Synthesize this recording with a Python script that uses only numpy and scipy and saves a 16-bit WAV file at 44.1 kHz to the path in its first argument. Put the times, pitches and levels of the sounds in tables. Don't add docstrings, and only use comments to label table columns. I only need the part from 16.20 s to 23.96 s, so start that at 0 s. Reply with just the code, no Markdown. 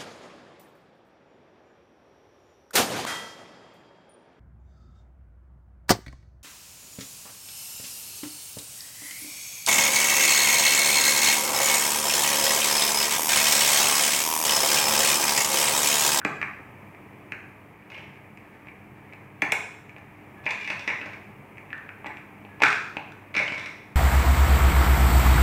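import sys
import numpy as np
from scipy import signal
from scipy.fft import rfft, irfft
from scipy.io import wavfile

SR = 44100
rng = np.random.default_rng(int(sys.argv[2]) if len(sys.argv) > 2 else 0)


def wav_record(signal):
    frames = np.transpose(np.atleast_2d(signal))
    bounded = np.clip(frames, -1, 1)
    quanta = np.round(bounded * 32767).astype(np.int16)
    wavfile.write(sys.argv[1], SR, quanta)


def undo_db(level):
    steps = np.asarray(level, float) / 20
    return 10 ** steps


N = 342118


# start_s, lid_level_db, cup_pitch_hz,
# cup_level_db [re lid], crack_level_db [re lid]
NEAR_SNAPS = [(0.0159, -46, 1580, 23.5, -32), (0.0496, -15, 1184, 4, -20.5), (0.0516, -19, 1610, 2, -26),
              (0.2155, -21.5, 1960, 8.5, -27), (0.2281, -18, 1160, 2, -32), (0.7477, -42.5, 1370, -5, -29),
              (1.1211, -20, 1620, -5.5, -27), (2.174, -38, 797, -7, -24), (2.4708, -37, 770, -2, -33),
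              (2.4853, -32.5, 1060, -16, -40), (2.9257, -36.5, 1880, -18, -38), (2.9347, -35, 680, -1, -24),
              (3.221, -12.5, 1975, 4, -21.5), (3.224, -19, 790, 1.5, -21), (3.3213, -8.5, 1770, -4.5, -14),
              (3.3245, -15, 880, -1, -32), (3.6943, -37, 1650, -14, -25), (3.7641, -34.5, 785, -2, -38),
              (3.7836, -43, 1850, 9, -19), (5.372, -35.5, 640, -18, -39), (5.3817, -34.5, 872, -8, -30),
              (5.5044, -33, 1820, -13, -42), (5.5296, -31, 1790, 15.5, -32), (5.58, -42, 1780, 7, -20),
              (5.691, -30, 1460, 0, -39), (5.8448, -36.5, 920, 13.5, -46), (5.8596, -28.5, 855, 5, -32),
              (5.8666, -34.5, 842, 8, -13), (5.9707, -31.5, 1880, 1, -29), (6.2502, -40, 784, 4, -32),
              (6.4043, -30, 900, 9, -41), (6.4129, -28, 814, 4, -36), (6.4198, -9.5, 850, 3, -31),
              (6.4226, -9.5, 990, -11, -24.5), (6.4352, -3, 1400, 2, -28.5), (6.4497, -21, 1400, -15, -18),
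              (6.4656, -17, 1820, 8.5, -32), (6.4858, -17.5, 1370, -13, -26),
              (6.528, -14.5, 1400, -26, -29), (6.769, -17.5, 744, 0, -33), (6.9212, -46, 1550, 13, -10.5)]
# frequency_hz, level_db [relative]
RIM_COLOUR = [(2500, -38), (3300, 17), (4200, 4), (5200, 2.5), (6300, 3.5), (7200, 0.5), (7600, 3.5),
              (8200, -3), (10500, -12), (13000, -12), (16000, -15)]
LID_RING_HZ, LID_RING_SPREAD = 2380, 0.025


def near_snaps():
    start_s, lid_db, cup_hz, cup_db, crack_db = np.transpose(NEAR_SNAPS)
    at = to_samples(start_s)
    lid_hz = LID_RING_HZ * (1 + LID_RING_SPREAD * rng.standard_normal(len(at)))
    out = lid_blows(at, lid_db, lid_hz, crack_db, RIM_COLOUR, t60=0.01)
    add_rings(out, at, lid_db + cup_db, cup_hz, t60=0.008)
    return out


# start_s, level_db
TABLE_THUMPS = [(0.0504, -13), (0.225, -28.5), (0.394, -35), (1.12, -36), (3.224, -18.5), (3.323, -21.5),
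                (4.259, -31), (4.5, -40), (4.674, -30), (4.857, -49), (5.86, -33.5), (6.428, -19),
                (6.435, -22.5), (6.767, -26), (7.167, -23.5), (7.204, -30), (7.318, -27)]
# frequency_hz, level_db [re thump], t60_s
TABLE_MODES = [(147, -13, 0.041), (273, -4, 0.012), (422, -10, 0.052), (657, -6.5, 0.015),
               (842, -11.5, 0.0082)]


def table_thumps():
    start_s, level_db = np.transpose(TABLE_THUMPS)
    return strike(TABLE_MODES, to_samples(start_s), level_db, contact_hz=1240)


# start_s, ring_level_db, ring_pitch_hz,
# basket_level_db [re ring], crack_level_db [re ring]
BASKET_KNOCKS = [(1.702, -36.5, 2520, -7, -19), (1.7778, -37.5, 2540, -3, -19), (4.24, -43, 2500, -1, -20),
                 (4.2645, -16, 2415, -9, -34), (4.3077, -18.5, 2450, -15, -17.5),
                 (4.476, -25.5, 2520, -10.5, -17), (4.502, -18, 2480, -5.5, -21),
                 (4.595, -31, 2660, -9, -10.5), (4.6774, -15, 1990, -12, -21),
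                 (4.6894, -23, 2280, -31, -44), (4.7024, -22.5, 2090, -14, -40),
                 (4.814, -26, 2510, -20, -30), (4.8596, -28, 1970, -5, -21.5),
                 (4.9343, -34.5, 2260, -6, -19.5), (7.1423, -26, 2170, -13, -19),
                 (7.151, -20.5, 2350, -5, -21), (7.1659, -15, 2316, -27, -19.5),
                 (7.1806, -17.5, 2217, -36, -27), (7.1914, -18, 2170, -16, -22),
                 (7.2015, -26.5, 2100, 2.5, -33), (7.2333, -25, 2110, -22, -19),
                 (7.2790, -23.5, 3000, -21, -19), (7.3219, -22, 2210, -7, -22.5),
                 (7.3444, -40, 2200, -20, -12), (7.3806, -30, 2110, -6.5, -10.5),
                 (7.3960, -36, 2200, -6, -10), (7.46, -27.5, 2170, -13, -14.5),
                 (7.5877, -42, 2120, -25, -30)]
# frequency_hz, level_db [re basket blow], t60_s
BASKET_MODES = [(615, -7.5, 0.017), (1022, -3.5, 0.015), (1780, -2, 0.0027)]
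# frequency_hz, level_db [relative]; the rattles use it too
LOOSE_RIM_COLOUR = [(2500, -53), (3300, 16), (4200, 3.5), (5500, 4), (7000, -4.5), (9000, -11.5),
                    (11000, -22), (16000, -24)]


def basket_knocks():
    start_s, ring_db, ring_hz, basket_db, crack_db = np.transpose(BASKET_KNOCKS)
    at = to_samples(start_s)
    lids = lid_blows(at, ring_db, ring_hz, crack_db, LOOSE_RIM_COLOUR, t60=0.014)
    return lids + strike(BASKET_MODES, at, ring_db + basket_db, contact_hz=3000)


# start_s, length_s, swell_level_db [smallest contact, at the height of the swell],
# ring_pitch_hz [centre], treble_level_db [re ring]
LID_RATTLES = [(1.685, .29, -48, 2590, -19), (2.858, 0.12, -55, 2180, -33), (4.229, 0.14, -42, 2495, -10),
               (4.371, 0.42, -46, 2410, -13.5), (5.488, 0.12, -50, 1827, -33),
               (5.84, .11, -43.5, 2000, -38), (6.401, 0.18, -38, 1590, 0), (7.142, .12, -41, 2324, -10),
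               (7.321, 0.26, -43, 2140, -13)]
RATTLE_RISE_S, RATTLE_RISE_DB, RATTLE_FALL_DB = 0.034, 17, 18


def rattles(per_s=200.0):
    t = np.arange(N) / SR
    touch = rng.random(N) < per_s / SR
    size_db = 4.0 * np.minimum(rng.exponential(1, N), 3)
    detune = 1 + 0.097 * rng.standard_normal(N)
    contacts = []
    for start, length, swell_db, hz, treble_db in LID_RATTLES:
        at = np.flatnonzero(touch & (t >= start) & (t < start + length))
        shape_db = np.interp(t[at] - start, [0, RATTLE_RISE_S, length],
                             [-RATTLE_RISE_DB, 0, -RATTLE_FALL_DB])
        for i, db in zip(at, shape_db):
            contacts.append((i, swell_db + db + size_db[i], hz * detune[i], treble_db))
    at, db, hz, treble_db = np.transpose(contacts)
    at = at.astype(int)
    out = strike(LID_MODES, at, db - 8, contact_hz=3300)
    out += crack(at, db + treble_db, LOOSE_RIM_COLOUR)
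    add_rings(out, at, db, hz, t60=0.032)
    return out


# frequency_hz, level_db [re blow], t60_s
LID_MODES = [(860, -4.5, 0.005), (1240, -11.5, 0.015), (1620, -4, 0.016), (2090, 10, 0.006),
             (2439, 10.5, 0.0034), (2910, -21, 0.036)]


def lid_blows(at, db, hz, crack_db, colour, t60):
    out = strike(LID_MODES, at, db - 10.5, contact_hz=3430)
    out += crack(at, db + crack_db, colour)
    add_rings(out, at, db, hz, t60)
    return out


def add_rings(out, at, db, hz, t60):
    t = np.arange(1500) / SR
    envelope = (1 - np.exp(-t / 0.00026)) ** 2 * undo_db(-60 * t / t60)
    for i, gain, pitch in zip(at, undo_db(db), hz):
        tone = gain * envelope * np.sin(2 * np.pi * pitch * t)
        out[i:i + len(t)] += tone[:N - i]


def crack(at, db, colour):
    t = np.arange(200) / SR
    slips = np.zeros(N + len(t))
    noises = rng.standard_normal((len(at), len(t)))
    for i, gain, noise in zip(at - 10, undo_db(db), noises):
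        slips[i] += 8.14 * gain
        slips[i:i + len(t)] += gain * noise * np.exp(-t / 0.0015)
    return colour_spectrum(slips[:N], colour)


def strike(modes, at, db, contact_hz):
    out = np.zeros(N)
    luck_db = 2.5 * rng.standard_normal((len(at), len(modes)))
    for k, (hz, level_db, t60) in enumerate(modes):
        polarity = (-1) ** k
        clicks = np.zeros(N)
        np.add.at(clicks, at, undo_db(db + level_db + luck_db[:, k]) * polarity)
        out += ring(clicks, hz, t60)
    return signal.sosfilt(signal.butter(4, contact_hz, fs=SR, output="sos"), out)


def ring(drive, hz, t60):
    radius, angle = undo_db(-60 / (t60 * SR)), 2 * np.pi * hz / SR
    feedback = [1, -2 * radius * np.cos(angle), radius * radius]
    return signal.lfilter([0, np.sin(angle)], feedback, drive + 1e-18)


# frequency_hz, t60_s, level_db [relative]
ROOM_DECAY = [(147, 0.66, 0), (504, 0.45, 0.5), (1400, 0.68, 3.5), (2510, 0.54, -3.5), (3350, 0.69, -4.5),
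              (9500, 0.6, -0.5), (15000, 0.14, 2)]
# delay_s, level_db [re sound sent to the room]
EARLY_ECHOES = [(.0035, -7), (.0058, -18)]


def kitchen(send):
    hz, t60, level_db = np.transpose(ROOM_DECAY)
    t = np.arange(SR) / SR
    tail = np.zeros(SR)
    edges = 80 * 2 ** np.arange(0, 7.8, 0.5)
    for low, high in zip(edges, edges[1:]):
        band_filter = signal.butter(2, [low, high], "band", fs=SR, output="sos")
        band = signal.sosfilt(band_filter, rng.standard_normal(SR))
        mid = np.sqrt(low * high)
        tail += band * undo_db(at_hz(mid, hz, level_db) - 60 * t / at_hz(mid, hz, t60))
    tail *= undo_db(-32) * np.clip((t - 0.003) / 0.0024, 0, 1)
    for delay, echo_db in EARLY_ECHOES:
        tail[round(delay * SR)] += undo_db(echo_db)
    return signal.fftconvolve(send, tail)[:N]


# start_s, end_s, pitch_hz, level_db [rms between the fades]
WHINE_TONES = [(4.15, 4.266, 1714, -57.5), (6.276, 6.43, 1690, -59.5)]


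def whine():
    out, t = np.zeros(N), np.arange(N) / SR
    for start, end, hz, db in WHINE_TONES:
        fade = np.clip(np.minimum(t - start, end - t) / 0.03, 0, 1)
        phase = 2 * np.pi * hz * t + 1.5 * drift(12.0)
        out += np.sqrt(2) * fade * undo_db(db) * np.sin(phase)
    return out


# [per Hz, relative]
DRONE_SPECTRUM = [(24, -37), (40, -1.5), (69, -22), (91, -12), (167, -19.5), (199, 1.5), (231, -8.5),
                  (412, -8), (503, -13.5), (852, -12), (1270, -15.5), (1410, -22.5), (2320, -14),
                  (3930, -45.5), (16000, -40)]
# time_s, level_db [rms]
DRONE_LEVEL = [(0, -51), (0.7, -50.5), (1.5, -52.5), (1.6, -54.5), (1.7, -52.5), (3.9, -53), (4.2, -51),
               (7.76, -51.5)]
# frequency_hz, width_hz, level_db [rms before wavering]
BACKGROUND_RESONANCES = [(138.3, 35, -57), (899, 17, -71.5), (1310, 57, -84), (1740, 360, -65.5),
                         (2347, 130, -68)]
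# frequency_hz, level_db [rms before wavering]
MOTOR_HUM = [(100, -61.5), (200, -79), (300, -63.5)]


def drone(patchy_db=2.0):
    t = np.arange(N) / SR
    noise = unit_rms(colour_spectrum(rng.standard_normal(N), DRONE_SPECTRUM))
    time_s, level_db = np.transpose(DRONE_LEVEL)
    out = noise * undo_db(np.interp(t, time_s, level_db))
    for hz, width_hz, db in BACKGROUND_RESONANCES:
        resonance = ring(rng.standard_normal(N), hz, 2.2 / width_hz)
        out += undo_db(db + patchy_db * drift(2.7)) * unit_rms(resonance)
    for hz, db in MOTOR_HUM:
        phase = 2 * np.pi * hz * t + 0.22 * drift(0.96) + rng.uniform(0, 2 * np.pi)
        out += np.sqrt(2) * undo_db(db + 2.0 * drift(4.0)) * np.sin(phase)
    return out


def drift(rate_hz):
    knots = rng.standard_normal(int(N / SR * 40) + 300)
    memory = np.exp(-2 * np.pi * rate_hz / 40)
    slow = signal.lfilter([1], [1, -memory], knots)[200:]
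    return np.interp(np.arange(N) / SR * 40, np.arange(len(slow)), unit_rms(slow))


def colour_spectrum(x, colour):
    f = np.maximum(np.fft.rfftfreq(N, 1 / SR), 10)
    hz, level_db = np.transpose(colour)
    return irfft(rfft(x) * undo_db(at_hz(f, hz, level_db)), N)


def at_hz(hz, points, values):
    return np.interp(np.log(hz), np.log(points), values)


def unit_rms(x):
    return x / np.sqrt(np.mean(x ** 2) + 1e-20)


def to_samples(start_s):
    return np.round(start_s * SR).astype(int)


def scene():
    near = near_snaps() + table_thumps()
    far = basket_knocks()
    loose = rattles()
    send = undo_db(-1) * near + undo_db(4.5) * far + undo_db(0.5) * loose
    return (near + far + loose + kitchen(send) + drone() + whine())[None]


def band_limit(x):
    return signal.sosfilt(signal.butter(12, 16600, fs=SR, output="sos"), x)


def record(dry):
    heard = signal.sosfilt(signal.butter(4, 60, "high", fs=SR, output="sos"), dry)
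    heard = signal.sosfilt(signal.cheby2(12, 30, 16000, fs=SR, output="sos"), heard)
    mix = 1.048 * np.tanh(heard / 0.81)
    return band_limit(mix)


dry = scene()
out = record(dry)
wav_record(out)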